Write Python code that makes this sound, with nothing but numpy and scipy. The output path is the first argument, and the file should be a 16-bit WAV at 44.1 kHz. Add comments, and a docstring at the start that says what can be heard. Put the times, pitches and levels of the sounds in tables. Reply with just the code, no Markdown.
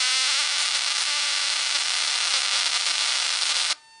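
"""A high-voltage arc burns in front of wooden cabinets in a small workshop.
It starts as an even buzz of nearly 300 sharp sparks a second, with a bright hiss and a low flutter.
Soon it turns ragged and spits, as its glowing path bends and weak sparks fire early.
Near the end the arc breaks, and the thin whine of its power supply swells over a faint hiss."""
import sys
import numpy as np
from scipy import signal
from scipy.fft import rfft, irfft
from scipy.io import wavfile
from scipy.ndimage import uniform_filter1d

SR = 44100
rng = np.random.default_rng(int(sys.argv[2]) if len(sys.argv) > 2 else 0)


def to_wav(sig):
    """Store sig (one row per channel, or 1-D mono) as 16-bit WAV at the path in sys.argv[1].

    Samples outside -1..1 are clipped; the rate is SR.
    """
    pcm = np.clip(np.atleast_2d(sig), -1, 1) * 32767
    pcm = np.round(pcm).astype(np.int16)
    wavfile.write(sys.argv[1], SR, pcm.T)  # frames by channels


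N = 176400
TIME = np.arange(N) / SR
ARC_END_S = 3.728
EARLY_GAP_S = .00258   # the short wait when sparks switch between strong and weak


def from_db(db):
    """Turn decibels into a number to multiply a sound by."""
    return 10 ** (np.asarray(db) / 20)


def rms_one(x):
    """Scale a signal so that its average size (rms) is 1."""
    return x / np.sqrt(np.mean(x ** 2) + 1e-20)


def in_time(rows):
    """Join a table's rows with straight lines: one curve for each column after the time."""
    times, *columns = np.transpose(rows)
    return [np.interp(TIME, times, column) for column in columns]


def response(points, size=4096):
    """Make a short click whose tone follows rows of (pitch_hz, level_db), for use as a filter."""
    hz, db = np.transpose(points)
    grid_hz = np.maximum(np.fft.rfftfreq(size, 1 / SR), 1)
    gains = from_db(np.interp(np.log(grid_hz), np.log(hz), db))
    # keep the tone, but pack the energy at the start of the click
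    cepstrum = irfft(np.log(gains))
    cepstrum[1:size // 2] *= 2
    cepstrum[size // 2 + 1:] = 0
    click = irfft(np.exp(rfft(cepstrum)))
    return click / np.linalg.norm(click)


def through(x, impulse):
    """Give a sound the tone and ring of an impulse (a filter's answer to one click)."""
    return signal.fftconvolve(x, impulse)[:N]


def noise(points):
    """Noise of average size 1 whose tone follows rows of (pitch_hz, level_db)."""
    return rms_one(through(rng.standard_normal(N), response(points)))


def smooth(x, seconds):
    """Even out quick changes by averaging nearby samples twice."""
    width = max(int(seconds * SR), 1)
    return uniform_filter1d(uniform_filter1d(x, width), width)


def background():
    """A faint, even hiss, lower while the arc burns."""
    # tone of the hiss: pitch_hz, level_db
    tone = [(20, -3), (60, 0.5), (300, -2), (1000, -1), (4300, 0.5), (7000, 2.5), (10000, 2.5)]
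    level_db, dip_db = -55.5, -8.5
    burning = smooth(1. * (TIME < ARC_END_S), .05)
    return from_db(level_db + dip_db * burning) * noise(tone)


def supply_whine():
    """With no arc left to feed, the power supply starts to whine, each tone wavering in level."""
    # tones of the whine: multiple of the pitch, level_db
    tones = [(1, -54.5), (2, -58), (3, -61), (4, -62.5), (5, -56), (6, -69), (7, -70), (8, -75),
             (10, -71.5)]
    pitch_hz, rise_s, waver_db = 899.6, 0.099, 1.2
    swell = 1 - np.exp(-np.maximum(TIME - ARC_END_S, 0) / rise_s)
    whine = 0
    for multiple, db in tones:
        waver = rms_one(smooth(rng.standard_normal(N), 0.038))
        wave = np.sin(2 * np.pi * (multiple * pitch_hz * TIME + rng.random()))
        whine = whine + from_db(db + waver_db * waver) * wave
    return np.sqrt(2) * swell * whine


def hiss_and_flutter():
    """A hiss with a thin, bright top edge and a low flutter go with the sparks, and stop with them."""
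    # how the hiss rises and falls: time_s, level_db
    hiss_levels = [(0.0, -30.5), (0.4, -32), (0.54, -35.5), (0.61, -27.5), (0.73, -35), (0.76, -28),
                   (0.81, -36), (0.84, -33.5), (0.95, -34), (1.02, -26.5), (1.05, -32.5), (2.31, -30.5),
                   (2.37, -29), (2.49, -34), (2.59, -28.5), (2.64, -35), (2.66, -29), (2.72, -35),
                   (2.76, -30), (2.84, -33.5), (2.87, -28), (2.94, -34), (2.97, -31), (3.4, -32),
                   (3.5, -28), (3.53, -34), (3.59, -29), (3.67, -31.5), (3.72, -29)]
    # how the low flutter rises and falls: time_s, level_db
    flutter_levels = [(0.2, -83), (1.03, -75), (1.05, -82.5), (1.77, -74.5), (1.8, -77), (2.32, -76),
                      (2.34, -62), (2.37, -71), (2.81, -79), (2.91, -68), (2.97, -78), (3.72, -78)]
    # tone of the hiss: pitch_hz, level_db
    hiss_tone = [(100, -38.5), (1000, -2), (3000, 5.5), (5500, 7), (6800, 3.5), (8500, 0.5), (9600, 6),
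                 (11000, -9)]
    # tone of the flutter: pitch_hz, level_db
    flutter_tone = [(20, 1), (55, -5.5), (110, -3), (200, -5.5), (330, -10), (1000, -43)]
    hiss_boost_db, flutter_boost_db, fade_s = 1, 2, 0.013
    hiss_db, = in_time(hiss_levels)
    flutter_db, = in_time(flutter_levels)
    hiss = from_db(hiss_db + hiss_boost_db) * noise(hiss_tone)
    flutter = from_db(flutter_db + flutter_boost_db) * noise(flutter_tone)
    dying = from_db(-60 * np.maximum(TIME - ARC_END_S, 0) / fade_s)
    return dying * (hiss + flutter)


def room_ring(clicks):
    """Sound scatters quickly off the furniture; the walls ring on, fainter and duller."""
    # tone of the room's ring: pitch_hz, level_db
    tone = [(60, -33.5), (240, -18.5), (310, -10), (410, -16), (520, -12.5), (600, -3.5), (800, -4.5),
            (900, 1), (1060, -8.5), (1220, 7), (1360, -5), (1520, 6), (1720, -8), (2000, 1), (3500, -1),
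            (4250, 3), (5700, 0.5), (6800, -4), (10000, -6)]
    furniture_fade_s, walls_fade_s = 0.055, 0.35   # time to fall by 60 dB
    ring_db, walls_db, delay_s = -12.8, -12.5, 0.0012
    t = TIME[:SR // 2]
    furniture, walls = rng.standard_normal((2, len(t)))
    furniture *= from_db(-60 * t / furniture_fade_s)
    walls = signal.sosfilt(signal.butter(1, 4400, fs=SR, output="sos"), walls)
    walls *= from_db(walls_db - 60 * t / walls_fade_s)
    tail = (furniture + walls) * (t > delay_s)
    ring = signal.fftconvolve(tail / np.linalg.norm(tail), response(tone))
    return from_db(ring_db) * through(clicks, ring)


def cabinet_echoes(direct):
    """The narrow cabinet faces throw back only the treble."""
    # echoes off the cabinets: delay_s, level_db
    echoes = [(.00147, -12), (.0017, -24.5), (.00238, -23.5), (.0036, -22)]
    treble = signal.sosfilt(signal.butter(1, 940, "high", fs=SR, output="sos"), direct)
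    return sum(from_db(db) * np.interp(TIME - delay_s, TIME, treble, left=0) for delay_s, db in echoes)


def lengthen_arc(clicks):
    """As the arc is drawn longer, each spark gains bass and loses treble."""
    # tone change as the arc stretches: time_s, bass_db, treble_db
    stretch = [(0, -15.5, 0), (.5, -5, -1), (1.3, -2, -2), (2.3, -.5, -2.5), (3.7, -2, -1.5)]
    bass_db, treble_db = in_time(stretch)
    bass = signal.sosfiltfilt(signal.butter(2, 604, fs=SR, output="sos"), clicks + 1e-18)
    treble = signal.sosfiltfilt(signal.butter(4, 5800, "high", fs=SR, output="sos"), clicks + 1e-18)
    return clicks + (from_db(bass_db) - 1) * bass + (from_db(treble_db) - 1) * treble


def with_spits(clicks):
    """The bent arc spits: two equal, quick cracks take the place of an ordinary spark."""
    # the hardest spits: start_s, level_db (compared with a strong spark)
    spits = [(.749, 1.5), (.863, -1), (1.501, 1), (2.079, 1), (2.158, 1), (2.339, 1), (2.558, .5),
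             (2.568, -1), (2.664, -1.5), (2.865, -1), (3.009, 1.5), (3.357, 1), (3.422, 1), (3.433, 1.5),
             (3.567, 2), (3.626, -2.5), (3.706, -1)]
    split_s = .00023
    out, clear = clicks.copy(), int(EARLY_GAP_S * SR * 2 / 3)
    for start_s, db in spits:
        i = int(start_s * SR)
        out[i - clear:i + clear] = 0
        out[[i, i + int(split_s * SR)]] = from_db(db)
    return out


def sparks():
    """Each spark jumps through the air with a strong or weak click; a bent path adds a second click."""
    # how the arc fires: time_s, sparks_per_s, weak_share (0-1), scatter (share of the gap in time)
    firing = [(0, 257, 0, .011), (.05, 251, 0, .011), (.18, 264, 0, .011), (.255, 255, 0, .014),
              (.29, 291, 0, .018), (.325, 266, 0, .018), (.37, 274, 0, .02), (.395, 300, 0, .02),
              (.425, 284, .05, .025), (.47, 288, .45, .03), (.58, 290, .3, .035), (.8, 288, .6, .055),
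              (1.04, 292, .55, .05), (1.09, 293, .05, .022), (1.38, 293, .21, .027), (1.7, 290, .42, .04),
              (2.2, 288, .55, .08), (2.37, 258, .55, .07), (2.9, 275, .55, .11), (3.7, 266, .6, .12)]
    # how the sparks' loudness rises and falls: time_s, level_db
    levels = [(0.0, -23), (0.4, -23), (0.47, -25.5), (0.6, -24.5), (0.73, -26), (0.76, -22.5), (0.78, -27),
              (0.84, -25.5), (0.92, -24.5), (0.94, -27.5), (0.98, -25), (1.04, -26.5), (1.1, -25),
              (1.73, -26), (1.76, -21), (1.78, -27.5), (1.82, -25), (1.84, -28), (1.91, -25.5), (2.33, -25),
              (2.34, -21.5), (2.37, -21.5), (2.39, -26), (2.48, -24.5), (2.49, -27), (2.54, -22.5),
              (2.65, -25.5), (2.66, -21.5), (2.7, -28), (2.76, -21.5), (2.795, -28.5), (2.81, -25.5),
              (2.85, -29.5), (2.86, -23.5), (2.91, -24), (2.93, -26), (2.99, -26), (3.0, -24),
              (3.34, -25.5), (3.39, -27.5), (3.425, -23), (3.44, -26.5), (3.52, -23), (3.53, -27),
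              (3.56, -23.5), (3.68, -26.5), (3.7, -22.5), (3.72, -23)]
    weak_db, weak_spread_db, strong_spread_db, boost_db = -7.9, 1.3, 2.0, 0.5
    late_share, late_stretch, slip_s = .2, 1.3, .00004
    bend_delay_s, bend_gain = 0.00024, 1.26
    ripple_hz, ripple_db, ripple_share = 100, 1.04, .012   # mains power sways strength and timing
    rate, weak_share, scatter = in_time(firing)
    level_db, = in_time(levels)
    surge_db = level_db - level_db.mean()
    weak_share = np.clip(weak_share * (1 - .54 * surge_db), 0, .8)   # surges have fewer weak sparks
    ragged = 0.067 + weak_share   # a little uneven even with no weak sparks
    ripple = np.sin(2 * np.pi * ripple_hz * TIME)
    wander = .7 * rms_one(smooth(rng.standard_normal(N), .014))   # the firing rate drifts
    clicks, t, was_weak = np.zeros(N), 0, False
    chances, nudges = rng.random((2000, 3)), rng.standard_normal((2000, 4))
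    for (pick, late, bend), (jitter, size, kink, slip) in zip(chances, nudges):
        i = int(t * SR)
        weak = pick < weak_share[i] * (.7 if was_weak else 1)
        gap_s = EARLY_GAP_S if weak != was_weak else 1 / rate[i]
        if late < late_share * weak_share[i]:   # some sparks hang back
            gap_s = late_stretch / rate[i]
        t += gap_s * np.exp(scatter[i] * (jitter + wander[i]) - ripple_share * ripple[i])
        if t > ARC_END_S:
            break
        spark_db = weak_db + weak_spread_db * size if weak else strong_spread_db * ragged[i] * size
        strength = from_db(spark_db)
        strike_s = abs(t + slip_s * slip)   # a hair before or after it is due
        second_s = strike_s + bend_delay_s * (.7 + .6 * bend)
        clicks[int(strike_s * SR)] += strength
        clicks[int(second_s * SR)] += strength * min(bend_gain * scatter[i] * kink ** 2, 1)
        was_weak = weak
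    clicks = with_spits(clicks)
    # even out the loudness, then make it follow the level curve
    burning = smooth(1. * (TIME < ARC_END_S), 0.014)
    power = (np.abs(smooth(clicks ** 2, 0.023)) + 1e-9) / (np.abs(burning) + 1e-9)
    return -clicks / np.sqrt(power) * from_db(level_db + boost_db + ripple_db * ragged * ripple)


def arc():
    """The sparks are heard directly, then off the cabinets and around the room."""
    # tone of one spark: pitch_hz, level_db
    tone = [(60, -48), (245, -33.5), (310, -24), (410, -30), (520, -11.5), (640, -12.5), (800, -11.5),
            (890, -6), (1060, -10), (1220, .5), (1360, -6), (1540, -2), (1720, -5.5), (2000, -1),
            (3500, 0.5), (4250, 1), (5700, -2.5), (6900, -9), (8000, -8), (10000, -13)]
    clicks = lengthen_arc(sparks())
    direct = through(clicks, response(tone))
    return direct + cabinet_echoes(direct) + room_ring(clicks)


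def scene():
    """Add up all the sounds, the same on the left and the right."""
    mono = arc() + hiss_and_flutter() + supply_whine() + background()
    return np.array([mono, mono])


def record(dry):
    """Round off the tallest clicks and cut the highest treble."""
    ceiling, cutoff_hz = 1.06, 10030
    rounded = ceiling * np.tanh(dry / ceiling)
    lowpass = signal.firwin(601, cutoff_hz, window="blackman", fs=SR)
    return signal.fftconvolve(rounded, lowpass[None], mode="same", axes=1)


dry = scene()
out = record(dry)
to_wav(out)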